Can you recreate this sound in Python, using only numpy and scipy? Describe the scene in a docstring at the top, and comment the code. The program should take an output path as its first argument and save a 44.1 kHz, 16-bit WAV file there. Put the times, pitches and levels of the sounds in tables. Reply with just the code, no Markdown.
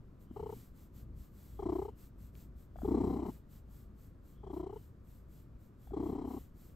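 """A quiet room: a cat purrs with its nose almost on the microphone.
The larynx throbs about thirty times a second: a low chest rumble that five times swells into a trill,
where every throb is a short burst of vocal-fold slaps ringing in throat and mouth, with hiss and a faint
falling whistle in the nose. Small throat catches and mouth ticks are pulses of tone and noise.
Shaped noise makes the puffs of hiss, about four a second, and the still air of the room."""
import sys
import numpy as np
from scipy import signal
from scipy.fft import rfft, irfft
from scipy.io import wavfile
from scipy.ndimage import uniform_filter1d

SR = 44100
rng = np.random.default_rng(int(sys.argv[2]) if len(sys.argv) > 2 else 0)


def output_pcm(signal):
    """Save a mono or channel-first signal as 16-bit PCM at the path in sys.argv[1].

    Samples are clipped to [-1, 1] before scaling.
    """
    pcm = np.clip(np.atleast_2d(signal).T, -1, 1) * 32767
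    wavfile.write(sys.argv[1], SR, np.round(pcm).astype(np.int16))


N = 297675
TIME = np.arange(N) / SR
BINS = np.maximum(np.arange(N // 2 + 1) * SR / N, 1)   # Hz
THROB_S = 0.032   # nominal length of one throb

# trills, levels ahead of the output gains: (first throb [s], last throb [s], throb rate [1/s], rise [s],
# hold [s], flutter peak [dB], fade by the end [dB], overtone peak [dB], chest rumble [dB],
# fold pressure at the peak [0-1], fold pressure at the end [0-1])
TRILLS = [(0.361, .523, 31, 0.0043, 0.084, -44.5, 4, -53.5, -53, 0.13, .12),
          (1.59, 1.88, 31, 0.069, 0.11, -36, 12.5, -48.3, -54.5, 0.8, 0.05),
          (2.845, 3.28, 32.4, 0.041, .13, -32, 10, -47, -48.5, 1, 1),
          (4.432, 4.758, 30.7, 0.11, .02, -40.5, 9.5, -53, -56, .75, 0.07),
          (5.932, 6.363, 32.5, 0.033, 0.015, -37, 7.5, -51, -56.5, 0.97, .94)]


def from_db(db):
    """Decibels to gain."""
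    return 10 ** (np.asarray(db) / 20)


def rms_one(x):
    """Scale to unit rms."""
    return x / np.sqrt(np.mean(x ** 2) + 1e-20)


def at_bins(points):
    """Interpolate a spectrum along log frequency."""
    hz, value = np.transpose(points)
    return np.interp(np.log(BINS), np.log(hz), value)


def noise(spectrum, channels=1):
    """Gaussian noise of a given spectrum, at unit rms."""
    white = rng.standard_normal((channels, N))
    return rms_one(irfft(rfft(white) * from_db(at_bins(spectrum)), N))


def cut(x, hz, kind, order=2):
    """Butterworth low- or high-pass."""
    return signal.sosfilt(signal.butter(order, hz, kind, fs=SR, output="sos"), x + 1e-18)


def resonate(x, modes):
    """Parallel two-pole resonances: (frequency [Hz], width [Hz], gain [dB])."""
    out = 0
    for hz, width_hz, db in modes:
        r = np.exp(-np.pi * width_hz / SR)
        poles = [1, -2 * r * np.cos(2 * np.pi * hz / SR), r * r]
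        ringing = signal.lfilter([1, 0, -1], poles, x + 1e-18)
        out = out + from_db(db) * ringing * (1 - r * r) / 2
    return out


def progress(when, start, end):
    """0 before start, 1 after end, a straight line between."""
    return np.clip((when - start) / max(end - start, 1 / SR), 0, 1)


def held(start, end, attack_s, release_s):
    """Envelope that is 1 from start to end, with Gaussian flanks."""
    before = np.maximum(start - TIME, 0) / attack_s
    after = np.maximum(TIME - end, 0) / release_s
    return np.exp(-before ** 2 - after ** 2)


def throb_times(quiet_throb_hz=28.18, jitter_s=0.0011):
    """The larynx closes regularly in each trill, a little more slowly and less evenly in between."""
    trills = [np.linspace(a, b, round((b - a) * rate) + 1) for a, b, rate, *_ in TRILLS]
    rests = zip([0] + [t[-1] for t in trills], [t[0] for t in trills] + [N / SR])
    quiet = [np.linspace(a, b, round((b - a) * quiet_throb_hz) + 1)[1:-1] for a, b in rests]
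    quiet = np.concatenate(quiet)
    quiet = quiet + rng.normal(0, jitter_s, len(quiet))
    loud = [(s, *effort(row, s)) for row, times in zip(TRILLS, trills) for s in times]
    return loud, np.sort(np.concatenate([[0, N / SR], quiet, *trills]))


def effort(row, when, rise_db_per_s=134.5, overtones_follow=0.5, onset_pressure=0.25, relax_curve=1.2):
    """A trill rises quickly, holds and fades: flutter dB, overtone dB and fold pressure at a given time."""
    first, last, _, rise_s, hold_s, peak_db, fade_db, overtone_db, _, peak_pressure, end_pressure = row
    to_rise = 1 - progress(when, first, first + rise_s)
    drop_db = rise_db_per_s * rise_s * to_rise + fade_db * progress(when, first + rise_s + hold_s, last)
    # pressure moves to its peak during the rise, then to its end value
    relaxed = progress(when, first + rise_s, last) ** relax_curve
    pressure = peak_pressure + (onset_pressure - peak_pressure) * to_rise
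    pressure = pressure + (end_pressure - peak_pressure) * relaxed
    return peak_db - drop_db, overtone_db - overtones_follow * drop_db, np.clip(pressure, 0, 1)


def folds(pressure):
    """Harder pressed, folds flutter lower, for a larger share of the throb, and more roughly."""
    light_hz, pressed_hz = 487, 280.3
    light_open, pressed_open = 0.38, 0.6   # share of the throb
    light_rough, pressed_rough = 0.18, 0.7
    hz = light_hz * (pressed_hz / light_hz) ** pressure
    share = light_open + (pressed_open - light_open) * pressure ** 4
    rough = light_rough + (pressed_rough - light_rough) * pressure ** 2
    return hz, share, rough


def fold_slaps(hz, share, rough, size, jitter=0.2, glide=0.5):
    """One throb: a handful of fold slaps that quicken as it goes; pressed hard, they come unevenly."""
    slaps, length_s, t = np.zeros(size), min(share, 1) * THROB_S, 0
    for late, strong in rng.standard_normal((16, 2)):
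        if t >= length_s:
            break
        phase = (t + 0.001) / (length_s + 0.002)
        slaps[int(t * SR)] = np.sqrt(np.sin(np.pi * phase)) * np.exp(0.2 * rough * strong)
        t += np.exp(jitter * rough * late - glide * share * (phase - 0.5)) / hz
    return slaps


def trill(throbs, rasp_db=-28, follow=0.16, soften=0.53, vary_db=0.87, crisp_db=-6, size=2800):
    """Fold slaps ring in throat and mouth; returns that sound, the puffs of air let through, their crackle."""
    # resonances: (frequency [Hz], width [Hz], gain [dB])
    throat_modes = [(269, 170, -7.5), (386.4, 65, -7.5)]
    windpipe_modes = [(191, 54, -0.81)]
    mouth_modes = [(738, 510, 10), (1160, 95, -14)]
    flutter_spread = 0.04   # relative, from throb to throb at full pressure
    out, flow, crackle = np.zeros((3, N))
    age = np.arange(size) / SR
    for start, low_db, high_db, pressure in throbs:
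        hz, share, rough = folds(pressure)
        hz = hz * np.exp(flutter_spread * pressure * rng.standard_normal())
        low_db, high_db = np.array([low_db, high_db]) + vary_db * rng.standard_normal(2)
        slaps = fold_slaps(hz, share, rough, size)
        opening = np.sin(np.pi * np.minimum(age / (share * THROB_S + 0.014), 1))
        # the throat sinks with the flutter; rough throbs shake the windpipe too
        sink = (hz / 420) ** follow
        throat = resonate(slaps, [(f * sink, width_hz, db) for f, width_hz, db in throat_modes])
        throat = throat + rough ** 2 * resonate(slaps, windpipe_modes)
        # soft tissue limits the swing
        throat = np.tanh(rms_one(throat) / 2.5)
        throat = cut(cut(throat, 475 * sink, "low", order=8), 120, "high")
        # the first slaps of a throb are the sharpest
        rasp = from_db(rasp_db) * opening * rng.standard_normal(size)
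        sharp = (slaps + rasp) * np.exp(-soften * age / (share * THROB_S))
        mouth = cut(cut(resonate(sharp, mouth_modes), 1108, "low", order=8), 456, "high", order=3)
        # a throb rings on over two cycles
        at = slice(int(start * SR), int(start * SR) + size)
        out[at] += (from_db(low_db) * rms_one(throat) + from_db(high_db) * rms_one(mouth)) / np.sqrt(2)
        flow[at] += from_db(high_db) * opening
        crackle[at] += from_db(high_db + crisp_db) * rough * rms_one(slaps)
    return out, flow, crackle


def chest_levels(fade_share=0.51, rumble_late_s=0.071, rumble_attack_s=0.11):
    """Gains of the chest's tone and rumble: a resting purr, soft strokes, and a swell under each trill."""
    # soft strokes between the trills: (start [s], end [s], tone level ahead of the output gain [dB])
    soft_purrs = [(0.142, .2, -65), (0.98, 1.183, -50.5), (2.22, 2.57, -53.5), (3.634, 3.937, -54.5),
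                  (5.1, 5.55, -59.5), (6.56, 6.66, -60.5)]
    soft_rumble_db = -9.5   # relative to the stroke's tone
    trill_tone_db = -11.5   # relative to the trill's flutter peak
    rest_tone_db, rest_rumble_db = -68.5, -62.5
    lead_s, lag_s, attack_s, release_s = 0.019, 0.027, 0.058, 0.062
    # powers add up
    tone, rumble = from_db(rest_tone_db) ** 2, from_db(rest_rumble_db) ** 2
    for start, end, db in soft_purrs:
        stroke = from_db(db) * held(start, end, attack_s, release_s)
        tone = tone + stroke ** 2
        rumble = rumble + (from_db(soft_rumble_db) * stroke) ** 2
    for first, last, _, rise_s, hold_s, peak_db, fade_db, _, rumble_db, *_ in TRILLS:
        fade = from_db(-fade_share * fade_db * progress(TIME, first + rise_s + hold_s, last))
        tone_swell = fade * held(first - lead_s, last + lag_s, attack_s, release_s)
        rumble_swell = fade * held(first + rumble_late_s, last + lag_s, rumble_attack_s, release_s)
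        tone = tone + (from_db(peak_db + trill_tone_db) * tone_swell) ** 2
        rumble = rumble + (from_db(rumble_db) * rumble_swell) ** 2
    return np.sqrt(tone), np.sqrt(rumble)


def chest(throbs, tone_db=-1.0, rumble_db=3.0, deep_db=-60, throb_depth=0.16, delay_s=0.011):
    """The chest swings with every throb, mostly at twice its rate, over a rumble that pulses with it."""
    # chest vibration: (multiple of the throb rate, relative level [dB])
    orders = [(1, -10.5), (2, 0), (3, -14.5)]
    # rumble spectrum: (frequency [Hz], relative density [dB])
    rumble_spectrum = [(18, -14.5), (28, -8), (40, -12), (64, -0.5), (110, -5.5), (165, -12), (205, -11.5),
                       (250, -17.5), (350, -22), (450, -36.5), (700, -38), (1500, -95)]
    tone_gain, rumble_gain = chest_levels()
    turn = 2 * np.pi * np.interp(TIME - delay_s, throbs, np.arange(len(throbs)))
    tone = sum(from_db(db) * np.cos(round(multiple) * turn) for multiple, db in orders)
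    rumble = noise(rumble_spectrum)[0] * (1 + throb_depth * np.cos(turn))
    # the deepest part keeps one level; effort drives the rest
    deep = from_db(deep_db) * rms_one(cut(rumble, 48, "low", order=4))
    upper = from_db(rumble_db) * rumble_gain * rms_one(cut(rumble, 87.5, "high", order=3))
    return np.sqrt(2) * from_db(tone_db) * tone_gain * tone + upper + deep


def nose(flow, crackle, air_db=-14, stream_share=1.0, wander_hz=150):
    """Puffs and slaps hiss in the nose; the narrow nostrils add a thin, falling whistle that flutters."""
    # resonances: (frequency [Hz], width [Hz], gain [dB])
    nose_modes = [(2064, 440, 2), (2930, 450, -11), (3990, 300, -1.5), (5200, 1400, -9.5),
                  (7400, 880, -8.5)]
    end_hz, fall_hz = 2994, 380   # the fall scales with the peak fold pressure
    whistle_db, lead_s, lag_s, fade_s = -80.5, 0.03, 0.027, 0.073
    stream = np.maximum(uniform_filter1d(flow, size=4000), 0)
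    turbulence = rng.standard_normal(N) * (flow + stream_share * stream)
    air = from_db(air_db) * resonate(turbulence + crackle, nose_modes)
    wander = cut(rng.standard_normal(N) + 1j * rng.standard_normal(N), wander_hz, "low")
    whistle = 0
    for first, last, *_, pressure, _ in TRILLS:
        hz = end_hz + fall_hz * pressure * np.interp(TIME, [first, last], [1, 0])
        tone = rms_one((wander * np.exp(2j * np.pi * np.cumsum(hz) / SR)).real)
        whistle = whistle + tone * held(first - lead_s, last + lag_s, fade_s, fade_s)
    puffs = flow / (stream + 0.05 * stream.max())
    return air + from_db(whistle_db) * whistle * (1 + puffs) / 2


def small_sounds(catch_s=0.0029, tick_s=0.0015, grit_db=-12, tick_hz=1900, tick_width_hz=1600):
    """Catches are a few cycles of fold flutter, the higher ones gritty; ticks are short snaps in the mouth."""
    # soft catches of the throat: (time [s], envelope peak [dB], frequency [Hz])
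    catches = [(0.31, -37.5, 256), (2.757, -47, 670), (2.785, -48, 760), (2.817, -43.5, 667),
               (2.832, -29, 250), (5.872, -55, 760), (5.907, -48.5, 667), (5.919, -37, 290)]
    # tiny wet ticks of the mouth: (time [s], peak [dB])
    ticks = [(2.353, -52.5), (2.766, -62), (3.267, -56)]
    out = np.zeros(N)
    grit = rms_one(cut(cut(rng.standard_normal(N), 1330, "low", order=5), 360, "high"))
    for s, db, hz in catches:
        age = np.clip(TIME - s, 0, 20 * catch_s)
        envelope = (age / catch_s * np.exp(1 - age / catch_s)) ** 2
        gritty = from_db(grit_db) * grit * (hz / 700) ** 2
        out += from_db(db) * envelope * (np.sin(2 * np.pi * hz * age) + gritty)
    for s, db in ticks:
        snap = rng.standard_normal(N) * (TIME >= s) * np.exp(-np.abs(TIME - s) / tick_s)
        snap = resonate(snap, [(tick_hz, tick_width_hz, 0)])
        out += from_db(db) * snap / np.abs(snap).max()
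    return out


def hiss(hiss_db=5, apart_db=-8, edge=2.75, rest_db=-95, crest=0.45, longest_rise_s=0.1, rise=0.73, fall=0.74):
    """Each puff of faint bright hiss swells to a crest and fades, nearly alike at both ports."""
    # puffs: (start [s], length [s], level ahead of hiss_db [dB])
    puffs = [(0.193, 0.07, -78.5), (0.316, 0.16, -78.5), (0.474, 0.21, -68.5), (0.747, 0.128, -73.5),
             (0.938, 0.1, -71), (1.163, 0.128, -73), (1.327, 0.29, -72.5), (1.597, 0.034, -79),
             (1.703, 0.19, -73.5), (1.968, 0.12, -70.5), (2.182, 0.118, -74), (2.341, 0.12, -70.5),
             (2.563, 0.1, -76.5), (2.765, 0.19, -72), (3.008, 0.19, -74), (3.244, 0.15, -70.5),
             (3.495, 0.11, -72), (3.693, 0.16, -73.5), (3.97, 0.13, -76), (4.237, 0.13, -77),
             (4.513, 0.11, -75.5), (4.722, 0.18, -76), (5.048, 0.17, -76.5), (5.293, 0.15, -75),
             (5.588, 0.11, -80), (5.792, 0.13, -76.5), (6.012, 0.144, -73.5), (6.258, 0.21, -69.5),
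             (6.556, 0.18, -73)]
    # hiss spectrum: (frequency [Hz], relative density [dB])
    hiss_spectrum = [(1200, 0.5), (2200, -3.5), (4300, -2.5), (5800, -4.5), (8300, 2), (9800, -8),
                     (11200, 3.5), (13000, 3.5), (15500, 1.5)]
    coarse_s = TIME[::50]
    power = from_db(rest_db) ** 2
    for start, length_s, db in puffs:
        rise_s = min(crest * length_s, longest_rise_s)
        past = coarse_s - start - rise_s
        width_s = np.where(past < 0, rise * rise_s, fall * (length_s - rise_s))
        power = power + from_db(db) ** 2 * np.exp(-np.abs(past / width_s) ** edge)
    level = np.interp(TIME, coarse_s, np.sqrt(power))
    both = noise(hiss_spectrum) + from_db(apart_db) * noise(hiss_spectrum, channels=2)
    return from_db(hiss_db) * level * both


def room_air(level_db=-65):
    """Still air as steady noise, alike at both ports in the bass only."""
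    # room spectrum: (frequency [Hz], relative density [dB])
    room_spectrum = [(20, -7), (100, 6.5), (300, 0), (550, -8), (800, -18), (1200, -14), (1700, -23.5),
                     (2600, -30.5), (5000, -36.5), (15000, -46.5)]
    apart = cut(noise(room_spectrum, channels=2), 250, "high", order=1)
    return from_db(level_db) * (noise(room_spectrum) + apart)


def scene():
    """The cat at the microphone, nearer the left port, over the still air of the room."""
    # port balance: (frequency [Hz], left over right [dB])
    balance = [(60, 1.1), (150, 2.5), (460, 2.5), (620, 13.5), (1000, 3), (1300, 12.5), (1800, 7),
               (3000, 8.5), (6000, 3.5), (9000, -2)]
    loud_throbs, all_throbs = throb_times()
    voice, flow, crackle = trill(loud_throbs)
    cat = voice + nose(flow, crackle) + chest(all_throbs) + small_sounds()
    sides = from_db(np.array([[1], [-1]]) * at_bins(balance) / 2)
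    cat = irfft(rfft(cat) * sides / sides.mean(axis=0), N)
    return cat + hiss() + room_air()


def record(dry, cutoff_hz=15700):
    """Each port shifts the phase in its own way; the treble ends steeply."""
    # port phase: (frequency [Hz], lead of left over right [rad])
    lead = [(40, .2), (420, .42), (550, .8), (780, .28), (1350, .85), (1800, -.4), (3000, .75), (5500, .05),
            (7200, -.15), (8500, -1.3), (9900, -3.14), (12900, -6.2), (13900, -6.4), (15700, -8.6)]
    shift = np.exp(1j * np.array([[1], [-1]]) * at_bins(lead) / 2)
    heard = irfft(rfft(dry) * shift, N)
    return signal.sosfilt(signal.ellip(12, 0.1, 80, cutoff_hz, fs=SR, output="sos"), heard)


dry = scene()
out = record(dry)
output_pcm(out)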